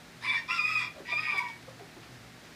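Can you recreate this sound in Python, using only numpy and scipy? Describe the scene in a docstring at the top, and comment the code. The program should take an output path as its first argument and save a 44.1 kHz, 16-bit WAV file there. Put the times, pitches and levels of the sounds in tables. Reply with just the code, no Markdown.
"""An outdoor pen with a block wall, where a fowl gives a harsh three-part crow.
The crow crossfades two harmonic voices; its shrill note keeps breaking into a rasp of pulsed noise
through throat resonances, and a thin whistle joins near its end. Other birds cluck in short falling
tones and scratch in the litter in noise bursts. Ground and wall throw these sounds back,
over a low wavering hum and faint outdoor air of shaped noise."""
import sys
import numpy as np
from scipy import signal
from scipy.fft import rfft, irfft
from scipy.io import wavfile
from scipy.ndimage import uniform_filter1d

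SR = 44100
rng = np.random.default_rng(int(sys.argv[2]) if len(sys.argv) > 2 else 0)


def waveform_to_disk(signal):
    """Save audio, clipped to [-1, 1], as 16-bit WAV at the path in sys.argv[1]."""
    frames = np.transpose(np.atleast_2d(signal))
    scaled = np.clip(frames, -1, 1) * 32767
    samples = np.round(scaled).astype(np.int16)
    wavfile.write(sys.argv[1], SR, samples)


N = 112454
TIME = np.arange(N) / SR  # s
# pitch jitter of the crow and its whistle: spread as a share of the pitch, and bandwidth in Hz
JITTER, JITTER_HZ = .004, 297


def from_db(db):
    """Decibels to gain."""
    return 10 ** (np.asarray(db) / 20)


def rms_one(x):
    """Scale to unit power."""
    return x / np.sqrt(np.mean(x ** 2) + 1e-20)


def in_time(rows):
    """Draw each column of a breakpoint curve at every sample."""
    s, *columns = np.transpose(rows)
    return [np.interp(TIME, s, column) for column in columns]


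def at_hz(points, hz):
    """Read a spectrum in dB on a log-frequency axis."""
    f, db = np.transpose(points)
    return np.interp(np.log(hz + 1e-9), np.log(f), db)


def running_phase(hz):
    """Add up a moving frequency into a phase in radians."""
    return 2 * np.pi * np.cumsum(hz) / SR


def drift(rate):
    """Random wander with spread 1: noise through a two-pole low-pass at rate Hz."""
    r = np.exp(-2 * np.pi * rate / SR)
    noise = rng.standard_normal(N + SR)
    settled = signal.lfilter([1], [1, -2 * r, r * r], noise)[SR:]
    return rms_one(settled)


def band(x, low, high, order=2):
    """Butterworth band-pass."""
    edges = [low, min(high, SR / 2 - 1000)]
    sos = signal.butter(order, edges, "band", fs=SR, output="sos")
    return signal.sosfilt(sos, x + 1e-18)


def resonate(x, hz, width):
    """One resonance with gain 1 on top; a wider one rings for less time."""
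    r = np.exp(-np.pi * width / SR)
    zeros = np.array([1, 0, -1]) * (1 - r * r) / 2
    poles = [1, -2 * r * np.cos(2 * np.pi * hz / SR), r * r]
    return signal.lfilter(zeros, poles, x)


def even(x, size=900):
    """Hold the short-term level at 1 over a window of size samples."""
    return x / np.sqrt(np.abs(uniform_filter1d(x * x, size)) + 1e-12)


def outdoor_air():
    """Steady noise whose spectrum is mostly low."""
    # relative spectrum of the air: f/Hz, level/dB per Hz
    air_spectrum = [(15, -57), (25, -28), (54, -3.5), (86, -6), (118, -3), (202, -4), (231, -3.5),
                    (264, -1.5), (427, -7.5), (621, -8), (749, -7.5), (1000, -11.5), (1810, -8.5),
                    (2300, -10.5), (2950, -14.5), (4040, -14), (15000, -32)]
    gain = from_db(at_hz(air_spectrum, np.fft.rfftfreq(N, 1 / SR)))
    air = irfft(rfft(rng.standard_normal(N)) * gain, N)
    return from_db(-52) * rms_one(air)


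def low_hum():
    """A low tone that swells and fades, with weaker steady tones above; all waver in phase."""
    # level of the lowest tone: t/s, level/dB
    hum_level = [(0.0, -63), (0.04, -72), (0.29, -54.5), (0.51, -72), (0.62, -57), (0.85, -54), (1.04, -87),
                 (1.16, -54.5), (1.46, -66), (1.74, -54.5), (1.89, -63), (1.92, -72), (2.14, -53),
                 (2.55, -72)]
    # weaker tones above it: f/Hz, level/dB
    upper_tones = [(164.8, -63), (240, -63.5)]
    hum_hz = 119.2
    hum_db, = in_time(hum_level)
    out = np.zeros(N)
    for hz, db in [(hum_hz, hum_db)] + upper_tones:
        waver = hz / hum_hz * .5 * drift(10.6)  # radians
        out += from_db(db) * rms_one(np.sin(2 * np.pi * hz * TIME + waver))
    return out


def pen(x):
    """Close echoes off the ground and the block wall, then a faint diffuse tail that dies away."""
    # ground and wall: delay/s, level/dB
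    echoes = [(.0031, -32), (.0074, -14.5), (0.0129, -10.5)]
    t60_s, tail_db = .29, -10
    early = sum(from_db(db) * np.interp(TIME - delay, TIME, x) for delay, db in echoes)
    age = TIME[:SR]
    diffuse = band(rng.standard_normal(SR), 120, 4250, order=1)
    tail = diffuse * from_db(-60 * age / t60_s) * (age > .005)
    tail = tail / np.linalg.norm(tail)
    return x + early + from_db(tail_db) * signal.fftconvolve(x, tail)[:N]


def scratches():
    """Feet in the litter: gritty band noise with a quick rise and an exponential decay."""
    # rustles: t/s, decay time constant/s, level/dB, centre f/Hz
    rustles = [(.115, 0.0039, -65, 1500), (1.372, 0.027, -49.5, 5740), (1.485, 0.01, -59, 4450),
               (1.625, 0.009, -50, 2005), (1.69, 0.011, -51, 2800), (2.02, 0.059, -53.5, 1680),
               (2.115, 0.046, -57.5, 3730), (2.42, 0.071, -60.5, 2970), (2.446, 0.0078, -54, 800)]
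    attack_share = 0.22  # rise time as a share of the decay
    out = np.zeros(N)
    for start, decay, db, hz in rustles:
        age = np.maximum(TIME - start, 0)
        uneven = rng.standard_normal(N) * from_db(3 * drift(300))
        grit = rms_one(band(uneven, hz / 2, hz * 2))
        envelope = np.minimum(age / (attack_share * decay), 1) * np.exp(-age / decay)
        out += from_db(db) * envelope * grit
    return out


def clucks():
    """Short, low, husky notes that swell and fade as their wavering pitch falls."""
    # soft clucks: t/s, length/s, mid pitch f/Hz, level/dB
    cluck_notes = [(0.957, 0.023, 606, -50), (0.976, 0.032, 566, -48.5), (1.002, 0.011, 378.7, -44.5),
                   (1.113, 0.041, 686, -46), (1.119, 0.015, 411, -51.5), (1.331, 0.034, 819, -45.5),
                   (1.34, 0.011, 434, -46), (1.677, 0.019, 540.6, -45.5), (1.79, 0.021, 758, -48.5),
                   (1.801, 0.029, 427, -46.5), (1.961, 0.03, 372.5, -47.5)]
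    waver, fall = .05, .1  # shares of the pitch
    overtone_db, husk_db = -16, -7
    out = np.zeros(N)
    for start, length, hz, db in cluck_notes:
        along = np.clip((TIME - start) / length, 0, 1)
        phase = running_phase(hz * (1 + fall * (.5 - along) + waver * drift(141)))
        note = rms_one(np.sin(phase) + from_db(overtone_db) * np.sin(2 * phase))
        breath = band(rng.standard_normal(N), hz * 0.56, hz * 3.04)
        husk = from_db(husk_db) * rms_one(breath)
        out += from_db(db) * np.sin(np.pi * along) * (note + husk)
    return out


def whistle():
    """A thin, jittery sine near 5 kHz that glides down as the crow ends."""
    # path of the whistle: t/s, f/Hz, level/dB
    glide = [(1.265, 5040, -62), (1.29, 5180, -60), (1.33, 5070, -58), (1.365, 5000, -68),
             (1.39, 4850, -48), (1.41, 4700, -73)]
    hz, db = in_time(glide)
    phase = running_phase(hz * (1 + JITTER * drift(JITTER_HZ)))
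    sounding = (TIME > glide[0][0]) * (TIME < glide[-1][0])
    return from_db(db) * rms_one(np.sin(phase)) * sounding


def voice(pitch, rough, tone):
    """Twelve harmonics of a note whose pitch jitters more as it roughens; also gives its phase."""
    rough_jitter = .017  # extra jitter at full roughness, as a share of the pitch
    phase = running_phase(pitch * (1 + (JITTER + rough_jitter * rough) * drift(JITTER_HZ)))
    note = sum(from_db(at_hz(tone, k * pitch)) * np.sin(k * phase) for k in range(1, 13))
    return note, phase


def rasp(phase, resonances):
    """Noise puffed once per cycle of the upper voice, coloured by the throat resonances."""
    puffs = rng.standard_normal(N) * (1 + np.cos(phase))
    throat = np.zeros(N)
    for k, (hz, width, db) in enumerate(resonances):
        wide = 1.87 * width  # each resonance is passed twice, which narrows it
        ring = resonate(resonate(puffs, hz, wide), hz, wide)
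        throat += (-1) ** k * from_db(db) * ring  # neighbours in opposite polarity
    return even(throat)


def crow_part(gesture, resonances, *levels):
    """Two voices trade strength; with roughness, rasp replaces the note and the main band throbs."""
    # strength of the upper voice's harmonics, relative: f/Hz, level/dB
    upper_tone = [(1110, -8.5), (1190, -3), (1400, -7), (2300, 7), (2780, -11), (3050, -48), (3480, -2),
                  (3800, -22), (4300, -50), (4650, -18.5), (4850, -3), (5500, -16), (6200, -34),
                  (7600, -30.5), (10000, -44), (11300, -40), (14000, -47)]
    # pitch of the lower voice: t/s, f/Hz
    lower_pitch = [(.22, 903), (.26, 1030), (.34, 1008), (.362, 926.4), (.42, 920), (.5, 1033), (.86, 996),
                   (1.28, 951), (1.405, 989), (1.5, 927)]
    # strength of the lower voice's harmonics, relative: f/Hz, level/dB
    lower_tone = [(1000, 2.5), (1840, 2), (1960, -8), (2060, 0.5), (3700, -23), (4630, -18.5),
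                  (5550, -15.5), (6500, -22.5), (12000, -49)]
    rasp_db = 2  # at full roughness
    flutter_hz, flutter_wander, flutter_depth = 112, .25, 1.1  # wander is a share of the rate

    pitch, rough, share = in_time(gesture)
    rough, share = np.clip(rough, 0, 1), np.clip(share, 0, 1)
    upper, phase = voice(pitch, rough, upper_tone)
    lower, _ = voice(in_time(lower_pitch)[0], rough, lower_tone)
    note = np.sqrt(1 - share ** 2) * even(upper) + share * even(lower)
    cry = np.sqrt(1 - rough ** 2) * note + from_db(rasp_db) * rough * rasp(phase, resonances)

    # each band is evened out, then follows its own level curve
    edges = [(1600, 2850), (850, 1500), (3250, 5600), (6200, 15500)]  # main, low, treble, top in Hz
    bands = []
    for level, (low, high) in zip(levels, edges):
        gain = from_db(in_time(level)[0])
        bands.append(gain * even(band(cry, low, high, order=6)))
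    main, *others = bands

    flutter = np.sin(running_phase(flutter_hz * (1 + flutter_wander * drift(39.5))))
    throb = 1 + np.minimum(flutter_depth * rough, .5) * flutter
    start, end = levels[0][0][0], levels[0][-1][0]
    fade = np.interp(TIME, [start, start + 0.0023, end - .03, end], [0, 1, 1, 0])
    return (main * throb + sum(others)) * fade


def crow():
    """The three parts of the crow, each with its own throat shape and four band levels."""
    # voices in each part: t/s, upper voice f/Hz, roughness [0-1], share of the lower voice [0-1]
    gestures = [
        [(.22, 1220, 0.69, 1), (.258, 1224, 0.83, 0.97), (.275, 1159, 0.32, 0.27), (.3, 1162, 0.34, 0),
         (.33, 1174, 0.65, 0.5), (.36, 1158, 0.32, 0.65), (.385, 1184, 0.32, 1)],
        [(.48, 1217, 0.92, .5), (.5, 1248, 0.74, 0.75), (.514, 1377, 0.3, 0.1), (.545, 1392, 0.53, 0.06),
         (.572, 1343, 0.62, 0), (.59, 1228, 0.18, 0.01), (.612, 1203, 0.24, 0.24), (.65, 1246, 0.12, 0),
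         (.68, 1262, 0.46, 0.02), (.735, 1281, 0.48, 0), (.76, 1248, .15, .05), (.79, 1229, 0.66, 0.01),
         (.82, 1189, 0.82, 0.23)],
        [(1.108, 1187, 0.42, 0.94), (1.124, 1193, 0.14, 0), (1.165, 1196, 0.08, 0.15), (1.2, 1261, .45, 0),
         (1.25, 1240, 0.71, 0), (1.3, 1196, 0.54, 0.06), (1.36, 1154, 0.4, 0.12), (1.392, 1129, 0.18, 0.06),
         (1.41, 1125, 0.25, 0.73), (1.47, 1125, 0.31, .55)],
    ]
    # throat resonances in each part: f/Hz, width/Hz before widening, relative level/dB
    throats = [
        [(1030, 72, 9.5), (2080, 700, -4), (2405, 250, -2.5), (3590, 85, -5), (3900, 1100, -23),
         (5130, 210, -11.5), (7960, 570, -33), (9100, 400, -26), (10600, 700, -31)],
        [(1081, 77, -7.5), (1194, 370, -13), (2012, 76, -2), (2389, 40, 4.5), (2710, 94, -11), (3374, 93, -1),
         (3750, 200, -15.5), (4980, 510, -10), (5550, 85, -7.5), (7450, 450, -25), (8700, 330, -37),
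         (9800, 400, -46), (11350, 500, -37)],
        [(933.5, 190, -7.5), (1130, 300, -19), (1540, 51, -2.5), (1890, 30, 5), (2228, 39, 6.5),
         (2540, 430, -8), (3280, 210, -3), (3700, 690, -11.5), (4920, 170, -5), (5350, 110, -9.5),
         (9000, 420, -34), (10400, 700, -34)],
    ]
    # level of the main band in each part, before the throb: t/s, level/dB
    main_levels = [
        [(0.21, -62), (0.234, -42), (0.26, -34), (0.3, -30.5), (0.388, -35), (0.43, -64)],
        [(0.478, -46), (0.484, -44.5), (0.51, -29.5), (0.568, -41), (0.598, -25), (0.628, -55), (0.638, -27.5),
         (0.692, -33), (0.706, -46), (0.714, -30.5), (0.746, -41.5), (0.758, -22.5), (0.79, -39),
         (0.794, -33.5), (0.886, -39), (0.89, -48)],
        [(1.05, -50), (1.118, -35.5), (1.126, -25), (1.16, -32), (1.196, -33), (1.206, -57), (1.226, -38.5),
         (1.298, -31), (1.342, -34.5), (1.352, -48.5), (1.392, -22), (1.406, -47), (1.418, -37.5), (1.434, -47),
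         (1.462, -40.5), (1.58, -59)],
    ]
    # level of the band round the fundamental in each part: t/s, level/dB
    low_levels = [
        [(0.21, -68), (0.226, -53.5), (0.258, -38.5), (0.274, -47.5), (0.306, -49.5), (0.348, -38),
         (0.382, -66), (0.392, -58), (0.408, -69), (0.42, -39.5)],
        [(0.478, -59), (0.488, -40.5), (0.534, -35), (0.676, -48), (0.704, -33.5), (0.748, -47.5),
         (0.764, -31.5), (0.778, -70), (0.812, -39), (0.88, -50.5)],
        [(1.05, -106), (1.09, -43.5), (1.138, -38), (1.205, -46), (1.264, -54), (1.28, -39), (1.388, -43),
         (1.422, -29.5), (1.462, -61), (1.498, -44), (1.53, -73)],
    ]
    # level of the treble in each part: t/s, level/dB
    treble_levels = [
        [(0.21, -56), (0.252, -44), (0.27, -47), (0.302, -34), (0.316, -45.5), (0.364, -40.5), (0.42, -53.5)],
        [(0.478, -50), (0.504, -41.5), (0.62, -42.5), (0.632, -60), (0.64, -44), (0.83, -43.5), (0.88, -47.5)],
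        [(1.05, -63), (1.108, -43.5), (1.336, -50.5), (1.366, -44.5), (1.476, -64), (1.484, -50.5), (1.53, -68)],
    ]
    # level above 6 kHz in each part: t/s, level/dB
    top_levels = [
        [(.21, -66), (.25, -59), (.37, -60), (.42, -65)],
        [(.478, -66), (.52, -52), (.61, -55.5), (.67, -54), (.81, -53), (.88, -65)],
        [(1.05, -71), (1.13, -61), (1.33, -60), (1.45, -72)],
    ]
    parts = zip(gestures, throats, main_levels, low_levels, treble_levels, top_levels)
    return sum(crow_part(*part) for part in parts)


def scene():
    """The birds echo in their pen, over the air and the hum."""
    birds = scratches() + clucks() + whistle() + crow()
    mix = outdoor_air() + low_hum() + pen(birds)
    return mix[None]


def record(dry):
    """A steep elliptic low-pass cuts the top."""
    cutoff_hz = 15400
    sos = signal.ellip(12, .1, 80, cutoff_hz, fs=SR, output="sos")
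    return signal.sosfilt(sos, dry)


dry = scene()
out = record(dry)
waveform_to_disk(out)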